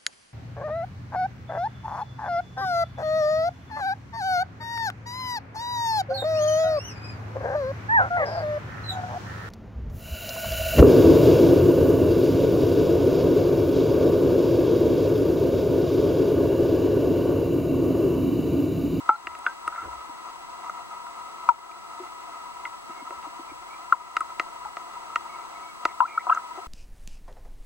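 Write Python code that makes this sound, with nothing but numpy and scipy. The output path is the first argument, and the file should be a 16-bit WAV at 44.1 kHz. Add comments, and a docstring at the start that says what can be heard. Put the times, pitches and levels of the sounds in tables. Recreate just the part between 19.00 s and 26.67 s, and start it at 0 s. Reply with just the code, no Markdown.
"""Snaps and bubbles around an underwater camera

A camera in a sealed housing hangs in the sea. Snaps, bubbles, soft thumps and water noise reach its two
microphones by making the housing ring. Direct gliding tones are bubbles bursting on its wall and one low
falling tone of a water push. Faint squeaks are narrow bands of noise, and deep pushes are swelling low noise.
Beneath lie shaped microphone hiss and two thin sine whines of the electronics. A limiter ducks everything
after loud knocks."""
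import sys
import numpy as np
from scipy import signal
from scipy.fft import rfft, irfft, next_fast_len
from scipy.io import wavfile

SR = 44100
rng = np.random.default_rng(int(sys.argv[2]) if len(sys.argv) > 2 else 0)


def store_wav(level_fs):
    """Save 16-bit WAV to argv[1]."""
    pcm = np.round(np.clip(np.atleast_2d(level_fs), -1, 1) * 32767)
    wavfile.write(sys.argv[1], SR, pcm.T.astype(np.int16))


N = 338247
TIME = np.arange(N) / SR   # seconds

# ways (modes) in which the housing rings: f/Hz, width/Hz, left gain/dB, right gain/dB, lag of the left/us
HOUSING_MODES = [(350.5, 77.4, -25.5, -28.5, 51), (606, 62, -27, -26, 146), (695, 51.3, -15.5, -20, 270),
                 (976.6, 43.8, -5, -9.5, 173), (1270.6, 78.6, -9, -10.5, 30), (1331.4, 72.5, -10, -12, 30),
                 (1645, 175, -38.5, -37.5, 30), (1908, 44, -24.5, -50, 30), (2022, 112, -26.5, -26.5, 30),
                 (2657, 390, -39.5, -32, 30), (2753, 126, -31.5, -28, 30), (3200, 83, -37.5, -45.5, 30),
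                 (4010, 500, -39.5, -40.5, 30), (4845, 117, -39, -44.5, 30), (6370, 194, -38, -38, 30),
                 (7160, 200, -41.5, -41, 30), (9000, 1500, -52, -52.5, 30), (198, 260, -36.5, -38.5, 50),
                 (476, 142, -38, -41.5, 100)]
# groups of modes that a snap strikes, one entry per group: centre f/Hz
GROUP_HZ = [1320, 430, 750, 1020, 1950, 2800, 4400, 6600, 9000]
# half-width of each group: pitch ratio/1 (a narrow group starts softly)
GROUP_SPREAD = [1.112, 1.48, 1.43, 1.16, 1.13, 1.304, 3, 1.1, 1.2]
# gain of each group: gain/dB
GROUP_GAIN_DB = [45.6, 67.5, 55.4, 46.1, 59.8, 60.06, 69.1, 67.3, 72.6]
WALL_CUT_HZ = 110

# snaps, short pressure pulses, some with a thin high tick, as they are before group gain and housing:
# t/s, level/dB, strongest f/Hz, fall below it/dB per octave, fall above it/dB per octave
SNAPS = [(0.0906, -16, 610, 20, 9), (0.0915, -19, 2310, 44, 31), (0.27, -17.5, 1970, 9.5, 14.5),
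         (0.3506, -30, 1320, 15, 7.5), (0.386, -31, 1140, 14, 21), (0.388, -36, 9000, 38, 10),
         (0.4645, -29.5, 1046, 16, 32), (0.4636, -19, 2100, 54, 23), (0.6765, -16.5, 1350, 11.5, 14),
         (0.7247, -32, 1320, 20, 20), (0.748, -32, 1100, 14, 16), (0.7595, -28, 1320, 22, 14),
         (0.678, -29.5, 9000, 37, 10), (1.695, -20, 1310, 16, 28), (1.696, -41, 6600, 40, 30),
         (2.0656, -26, 1160, 26, 22), (2.488, -40, 2400, -1, 7), (3.6518, -25, 2640, 16, 70),
         (4.106, -31, 1500, 7, 14), (4.227, -35, 1500, 19, 11), (4.925, -25.5, 2160, 4, 15),
         (5.1667, -9.5, 1280, 20, 8.5), (5.2065, -29.5, 1880, 4, 21), (5.2055, -27.5, 9000, 21, 10),
         (5.3966, -12, 1950, 9, 12), (5.6487, -26, 1160, 22, 24), (5.7683, -21, 1230, 13.5, 11),
         (6.1577, -12.5, 1330, 14.5, 9), (6.157, -32, 3700, 40, 30), (7.5745, -34.5, 750, 19, 9),
         (6.8525, -9, 1210, 10, 8.5), (6.8525, -30.5, 4540, 22, 27), (7.003, -25, 700, 17, 11),
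         (7.004, -34.5, 2800, 55, 60), (7.2665, -13, 1030, 36, 35), (7.2748, -22, 1110, 14, 40),
         (7.298, -20, 2630, 59, 95), (7.347, -19, 1210, 23, 28), (7.346, -27.5, 6600, 28, 60),
         (7.373, -32.5, 1950, 20, 30)]
# floor of every snap's treble: level one octave above its strongest pitch, and the fall from there
CRACK_DB, CRACK_FALL_DB_PER_OCTAVE = -38, 7

# bubbles in open water, levels before the housing:
# t/s, first f/Hz, last f/Hz, length/s, power of the glide/1, level/dB, rise/s, time to fall 60 dB/s
BUBBLES = [(0.089, 2130, 2200, .03, 1.2, 0, 0.0026, 0.091), (0.156, 4200, 4100, .012, 1.1, -2, .002, .05),
           (0.463, 2290, 2250, 0.0065, 0.96, 15, 0.0015, 0.017),
           (0.464, 3450, 3370, .015, 1.1, 8, 0.0017, 0.047),
           (0.775, 1360, 1360, 0.025, 1.1, -8, 0.002, 0.2),
           (0.797, 1358, 1370, 0.024, 1.1, -13, 0.006, 0.45),
           (6.093, 1313, 1310, 0.012, 1.1, -17.5, .005, .1), (6.167, 3030, 3300, 0.0031, .6, 9, .002, .04),
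           (7.583, 725, 745, 0.014, 1.1, -12, 0.0037, .1),
           (2.487, 2450, 2380, 0.006, 1.1, 12, 0.0019, 0.022),
           (2.713, 2370, 2380, .011, 1.1, -0.5, 0.0017, .03),
           (2.737, 4020, 4090, .014, 1.1, -10, .002, 0.049),
           (2.997, 373, 362, 0.026, 0.86, -3, 0.0022, 0.15),
           (3.024, 350, 350, 0.034, 1.1, -13, 0.0052, 0.078),
           (3.652, 2150, 2130, .012, 1.1, 8.5, 0.0012, 0.037),
           (3.662, 2070, 2000, .015, 1.1, -11, .003, .06),
           (5.655, 868, 824, 0.038, 0.99, -8, 0.0018, 0.084),
           (7.017, 1340, 1350, 0.009, 1.1, -10, .003, 0.089),
           (7.174, 1365, 1453, 0.032, 0.3, 12.5, 0.0022, 0.032),
           (7.269, 750, 730, 0.027, 1.8, -8, 0.0014, 0.076),
           (7.27, 1030, 960, 0.0067, 1.1, -15.5, .002, 0.067),
           (7.296, 730, 726, 0.024, 1.1, -6, 0.0011, 0.11), (7.303, 1560, 1640, 0.039, 1.2, 1, 0.0045, 0.2),
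           (7.329, 1050, 1040, 0.011, 1.3, -13, .0015, .04),
           (7.317, 2770, 2700, 0.039, 1.2, -4, 0.0024, 0.069),
           (7.347, 1030, 940, .018, 1, -21, 0.0022, .08), (7.387, 985, 940, .02, 1.1, -24, 0.0036, .08),
           (7.574, 377, 394, 0.039, 1.3, -7.5, 0.0044, 0.13)]
# direct gliding tones: bubbles bursting on the wall, and at 0.83 s the low falling tone of a water push;
# levels are for the left: t/s, first f/Hz, last f/Hz, length/s, power of the glide/1, level/dB, rise/s,
# time to fall 60 dB/s, left minus right/dB
DIRECT_TONES = [(0.0903, 1324, 1310, 0.019, 1.1, -2.5, 0.0031, 0.053, 1.3),
                (0.0904, 900, 946, .011, 0.54, -7, 0.0062, 0.032, 2.5),
                (0.101, 872, 842, 0.082, 0.44, -18, 0.0046, 0.13, -1.5),
                (0.108, 1300, 1394, 0.056, 0.8, -16.5, .005, 0.21, 1.8),
                (0.4641, 1500, 1400, 0.0054, 0.74, -8.5, .002, .05, 1.2),
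                (0.4688, 1440, 1360, .0035, 1.1, -12.5, 0.00084, .05, 1),
                (0.468, 1547, 1640, 0.08, 1.7, -24.5, 0.0023, 0.13, 0),
                (0.4715, 1400, 1350, 0.014, 1.1, -24, 0.0018, .2, 1.8),
                (0.83, 100, 56.6, 0.19, 0.27, -43, 0.03, .7, 7),
                (2.488, 1050, 890, .038, 0.46, -1, 0.0026, 0.087, 8.5),
                (2.4886, 1250, 1350, .017, 0.4, -5.5, 0.0036, 0.024, 1.5),
                (3.652, 2770, 2740, .011, 1.1, -48, .0015, .04, 0),
                (3.654, 1390, 1340, 0.01, .6, -27.5, 0.0033, .1, 1.5),
                (4.9232, 1305, 1420, 0.017, 0.88, 0, 0.0032, 0.021, 3.5),
                (4.9245, 1220, 950, 0.026, 0.51, -11, 0.0038, 0.1, 8),
                (5.2058, 1290, 1270, 0.01, 1.1, -15, .003, .3, 3),
                (5.213, 1180, 1030, .02, 0.66, -22, .004, .1, 5),
                (7.0037, 1290, 1376, 0.01, 0.55, -10, 0.0024, 0.026, 0.5),
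                (7.0029, 997, 965, 0.011, 1.1, -5, 0.0027, 0.11, 9),
                (7.01, 1002, 957, .016, 0.82, -7.5, 0.0097, 0.27, 7),
                (7.025, 1010, 1010, 0.013, 1.1, -12.5, 0.0052, .2, 4),
                (7.037, 1030, 1045, 0.0081, 1.1, -15, 0.0037, .2, 4.5),
                (7.042, 1156, 1420, 0.023, 0.66, -20.5, 0.015, .06, 1),
                (7.194, 2020, 2000, .006, 1.1, -31, .002, .05, 8),
                (7.283, 1218, 1350, .024, 0.94, -14, 0.019, .12, 1),
                (7.2963, 1044, 1060, .0112, 1.1, -9, 0.0015, 0.34, 4),
                (7.307, 1116, 1330, .018, 0.55, -12.5, 0.013, .3, 4),
                (7.3223, 1310, 1340, 0.011, 1.1, -7.5, 0.0029, 0.055, 1),
                (7.331, 1365, 1330, 0.0053, 1.1, -22, 0.0012, .2, 1.5),
                (7.362, 1320, 1335, 0.0086, 1.1, -26, .003, .3, 0),
                (7.3728, 1305, 1320, 0.01, 1.1, -16, .0012, .12, 2)]

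# soft low thumps, perhaps a drumming fish, before thump gain and housing: t/s, peak level/dB, f/Hz, width/Hz
THUMPS = [(0.245, -36.5, 275, 140), (1.09, -30.5, 280, 141), (3.892, -28, 290, 130), (4.011, -39, 328, 150),
          (4.02, -28.5, 267, 110), (4.103, -35, 370, 120), (4.104, -30.5, 550, 60), (4.265, -31, 303, 140),
          (4.392, -26, 300, 111), (4.514, -30, 277, 140)]
THUMP_GAIN_DB = 22

# faint rough squeaks and scrapes, rms before fading and left-right balance:
# t/s, length/s, centre f/Hz, width/Hz, level/dB
SQUEAKS = [(0.734, 0.13, 2030, 300, -54.5), (0.694, 0.19, 1340, 300, -42.5),
           (0.816, 0.083, 430, 394, -47.5), (3.887, 0.16, 2164, 35, -56), (4.472, 0.047, 2364, 30, -55),
           (4.482, 0.054, 2170, 50, -58), (4.703, 0.12, 2380, 35, -60), (4.696, 0.057, 2260, 35.2, -51),
           (6.285, 0.092, 2214, 25, -52.5), (6.384, 0.059, 2260, 30, -60), (6.54, 0.051, 2205, 30, -55),
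           (6.615, 0.11, 2230, 40, -54.5), (6.88, 0.042, 2080, 250, -49), (7.068, 0.074, 2390, 30, -47.5),
           (7.071, 0.16, 2260, 35, -49.5), (7.073, 0.062, 2150, 30, -48.5), (7.193, 0.037, 2040, 200, -47),
           (7.274, 0.14, 1260, 447, -41), (7.264, 0.06, 660, 300, -49)]
SQUEAK_EVENNESS = .15    # 0 keeps the natural ups and downs, 1 flattens them
SQUEAK_LEFT_DB = -4      # left minus right

# wash of the water on the housing, rms before wash gain and housing: t/s, level/dB
WASH = [(0.0, -38), (3.5, -39), (4.9, -39.5), (5.4, -38.5), (7.1, -38.5), (7.67, -38.5)]

# deep pushes of water on the housing: t/s of the crest, rms level/dB of the part shared by both sides, fall/dB per s
SURGES = [(0.28, -57, 115), (0.68, -59, 200), (0.84, -56, 60), (1.4, -72, 32), (2.5, -65, 117),
          (3.57, -71, 40), (4.16, -66.5, 60), (4.52, -59, 110), (5.19, -71, 70), (5.38, -73, 79),
          (5.63, -66, 47), (6.17, -64, 160), (6.86, -64.5, 78)]
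SURGE_HZ, SURGE_WIDTH_HZ, SURGE_RISE_DB_PER_S = 64.7, 58, 354
SURGE_SIDE_DB = -2       # left-right difference relative to the shared part
RUMBLE_DB, RUMBLE_FLICKER_DB = -85, 4

# microphone hiss: f/Hz, level/dB per Hz, left-right likeness/1 (held within -1..1 when used)
HISS = [(20, -81, -0.85), (60, -87.5, -0.3), (150, -80, -1.46), (300, -80, -1), (700, -79.5, -3),
        (1500, -81, -0.9), (2940, -87, -0.88), (5760, -93, -0.51), (10200, -99, -0.23),
        (15700, -106, -0.65), (15300, -118, 4)]
# whines of the electronics: f/Hz, left rms level/dB, right rms level/dB, lead of the left/rad
WHINES = [(7866.8, -67, -57, 1.8), (15733.7, -79, -64, 2.4)]

LIMIT_DB, RELEASE_DB_PER_S, ATTACK_S = -7, 11.5, 0.011
LIMIT_RATIO = 0.59       # dB of ducking per dB above the limit
CUTOFF_HZ = 16000


def amp(db):
    """Turns decibels into a gain."""
    return 10 ** (np.asarray(db) / 20)


def rms_one(x):
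    """Scales a sound to rms 1."""
    return x / np.sqrt(np.mean(x ** 2) + 1e-20)


def resonance(x, hz, width_hz):
    """Rings like a struck object: the real part rings as a cosine, the imaginary part as a sine."""
    r = np.exp(-np.pi * width_hz / SR)
    pole = r * np.exp(2j * np.pi * hz / SR)
    return signal.lfilter([2 * (1 - r)], [1, -pole], x + 1e-18)


def flicker(rate_hz):
    """Slow random wandering with rms 1, made by smoothing noise."""
    r = np.exp(-2 * np.pi * rate_hz / SR)
    noise = rng.standard_normal(N + SR)
    smooth = signal.lfilter([1], [1, -2 * r, r * r], noise)
    return rms_one(smooth[SR:])   # drop the start, where the filter is still settling


def housing(pressure, blows):
    """Modes ring with water pressure and the blows on their group; each microphone hears them its own way."""
    out = np.zeros((2, N))
    for k, (hz, width_hz, left_db, right_db, lag_us) in enumerate(HOUSING_MODES):
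        group = np.argmin(np.abs(np.log(hz / np.array(GROUP_HZ))))
        # pressure drives the modes with signs that alternate down the list, a blow starts them all together
        push = (-1) ** k * pressure + blows[group]
        ringing = resonance(push, hz, width_hz).imag
        out[0] += amp(left_db) * np.roll(ringing, round(lag_us * SR / 1e6))
        out[1] += amp(right_db) * ringing
    # the stiff walls keep slow pressure out
    return signal.sosfilt(signal.butter(4, WALL_CUT_HZ, "high", fs=SR, output="sos"), out)


def snaps(crackle_db=-25, crackle_s=0.003, treble_db_per_octave=7.0):
    """A click with a brief crackle behind it; each group of modes feels the part around its own pitch."""
    centres = np.array(GROUP_HZ)
    trains, t = np.zeros((len(centres), N)), TIME[:500]
    # above 2000 Hz a snap is more crackle than click
    brighter = amp(treble_db_per_octave * np.maximum(np.log2(centres / 2000), 0))[:, None]
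    noise = rng.standard_normal((len(SNAPS), len(t)))
    crackles = amp(crackle_db) * noise * np.exp(-t / crackle_s)
    for (s, peak_db, strongest_hz, below, above), crackle in zip(SNAPS, crackles):
        octaves = np.log2(centres / strongest_hz)
        crack_db = CRACK_DB - CRACK_FALL_DB_PER_OCTAVE * (octaves - 1)
        above_db = np.minimum(np.maximum(-above * octaves, crack_db), 0)
        below_db = below * octaves * (octaves < 0)
        strengths = amp(peak_db + np.minimum(above_db, below_db) + GROUP_GAIN_DB)
        pulses = ((t == 0) + brighter * crackle) / brighter ** .5
        trains[:, round(s * SR):][:, :len(t)] += strengths[:, None] * pulses
    blows = []
    for hz, spread, train in zip(GROUP_HZ, GROUP_SPREAD, trains):
        band = signal.butter(2, [hz / spread, hz * spread], "band", fs=SR, output="sos")
        blows.append(signal.sosfilt(band, train + 1e-18))
    return blows


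def glide(s, first_hz, last_hz, length_s, power, db, rise_s, t60, let_go_s):
    """A dying sine whose pitch slides from the first to the last value and breaks off at the end."""
    t = TIME[:round(length_s * SR)]
    hz = first_hz + (last_hz - first_hz) * (t / length_s) ** power
    rise = np.sin(np.pi / 2 * np.minimum(t / rise_s, 1)) ** 2
    decay = amp(-60 * np.maximum(t - rise_s, 0) / t60)
    let_go = np.clip((length_s - t) / let_go_s, 0, 1)
    tone = np.sin(2 * np.pi * np.cumsum(hz) / SR)
    out = np.zeros(N)
    out[round(s * SR):][:len(t)] = amp(db) * rise * decay * let_go * tone
    return out


def bubbles():
    """Bubbles in the open water press on the housing; their tones glide as they change shape."""
    return sum(glide(*row, let_go_s=0.0029) for row in BUBBLES)


def direct_tones():
    """Wall bubbles and a push's low tone reach the left late by the lag of the housing mode nearest in pitch."""
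    out, modes = np.zeros((2, N)), np.array(HOUSING_MODES)
    for *row, lean_db in DIRECT_TONES:
        tone = glide(*row, let_go_s=0.00226)
        last_hz = row[2]
        lag_us = modes[np.argmin(np.abs(modes[:, 0] - last_hz)), -1]
        out[0] += np.roll(tone, round(lag_us * SR / 1e6))
        out[1] += amp(-lean_db) * tone
    return out


def thumps(blur_db=-22, blur_s=0.0057):
    """A blurred click sent twice through a low resonance swells and dies in a few cycles."""
    out, t = np.zeros(N), TIME[:3000]
    noise = rng.standard_normal((len(THUMPS), len(t)))
    pulses = (t == 0) + amp(blur_db) * noise * np.exp(-t / blur_s)
    for (s, db, hz, width_hz), pulse in zip(THUMPS, pulses):
        rung = resonance(resonance(pulse, hz, width_hz), hz, width_hz).real
        out[round(s * SR):][:len(t)] += amp(THUMP_GAIN_DB + db) * rung / np.abs(rung).max()
    return out


def squeaks():
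    """Narrow bands of noise that swell and fade, their ups and downs slightly evened."""
    out, noise = np.zeros(N), rng.standard_normal(N)
    for s, length_s, hz, width_hz, db in SQUEAKS:
        span = slice(round(s * SR), round((s + length_s) * SR))
        band = resonance(resonance(noise[span], hz, width_hz), hz, width_hz)
        evened = (band / (np.abs(band) + 1e-9) ** SQUEAK_EVENNESS).real
        out[span] += amp(db) * rms_one(evened) * signal.windows.tukey(len(band), .4)
    return out * amp([[SQUEAK_LEFT_DB / 2], [-SQUEAK_LEFT_DB / 2]])


def wash(gain_db=28, flicker_db=1.5):
    """Broad water noise whose level flickers, so that it comes in small lumps."""
    level_db = np.interp(TIME, *np.transpose(WASH)) + gain_db + flicker_db * flicker(13.0)
    return amp(level_db) * rng.standard_normal(N)


def surge():
    """Low noise: a wavering rumble that swells quickly at each push of water and sinks back."""
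    level = amp(RUMBLE_DB + RUMBLE_FLICKER_DB * flicker(4.0))
    for s, db, fall in SURGES:
        drop_db = np.maximum(SURGE_RISE_DB_PER_S * (s - TIME), fall * (TIME - s))
        level = np.maximum(level, amp(db - drop_db))
    noise = rng.standard_normal((2, N))
    once = resonance(noise, SURGE_HZ, SURGE_WIDTH_HZ)
    mid, side = rms_one(resonance(once, SURGE_HZ, SURGE_WIDTH_HZ).real)
    # it presses the two microphone ports unevenly
    return level * (mid + amp(SURGE_SIDE_DB) * side * [[1], [-1]])


def electronics():
    """Hiss plus sine whines; widening subtracts each microphone from the other, so hiss is partly out of phase."""
    size = next_fast_len(N)
    hz, db, alike = np.transpose(HISS)
    log_hz = np.log(np.arange(size // 2 + 1) * SR / size + 1)
    gain = amp(np.interp(log_hz, np.log(hz), db)) * np.sqrt(SR / 4)
    alike = np.clip(np.interp(log_hz, np.log(hz), alike), -1, 1)
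    mid, side = rfft(rng.standard_normal((2, size)))
    spectrum = gain * (np.sqrt(1 + alike) * mid + np.sqrt(1 - alike) * side * [[1], [-1]])
    out = irfft(spectrum, size)[:, :N]
    for hz, left_db, right_db, lead in WHINES:
        whine = np.sin(2 * np.pi * hz * TIME + [[lead], [0]])
        out += np.sqrt(2) * amp([[left_db], [right_db]]) * whine   # root 2 turns rms into peak
    return out


def scene():
    """Adds the water sounds heard through the housing, the direct sounds and the electronics."""
    pressure = wash() + bubbles() + thumps()
    through_housing = housing(pressure, snaps())
    return through_housing + direct_tones() + squeaks() + surge() + electronics()


def record(dry):
    """A limiter ducks just after loud peaks and creeps back; overloads clip; the top is cut."""
    peak_db = 20 * np.log10(np.abs(dry).max(axis=0) + 1e-9)
    over_db = LIMIT_RATIO * np.maximum(peak_db - LIMIT_DB, 0)
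    # hold the deepest ducking so far, less the steady release
    release_db = RELEASE_DB_PER_S * TIME
    held_db = np.maximum.accumulate(over_db + release_db) - release_db
    r = np.exp(-1 / (ATTACK_S * SR))
    duck_db = signal.lfilter([1 - r], [1, -r], held_db)
    limited = np.clip(dry * amp(-duck_db), -.98, .98)
    return signal.sosfilt(signal.ellip(12, .5, 70, CUTOFF_HZ, fs=SR, output="sos"), limited)


dry = scene()
out = record(dry)
store_wav(out)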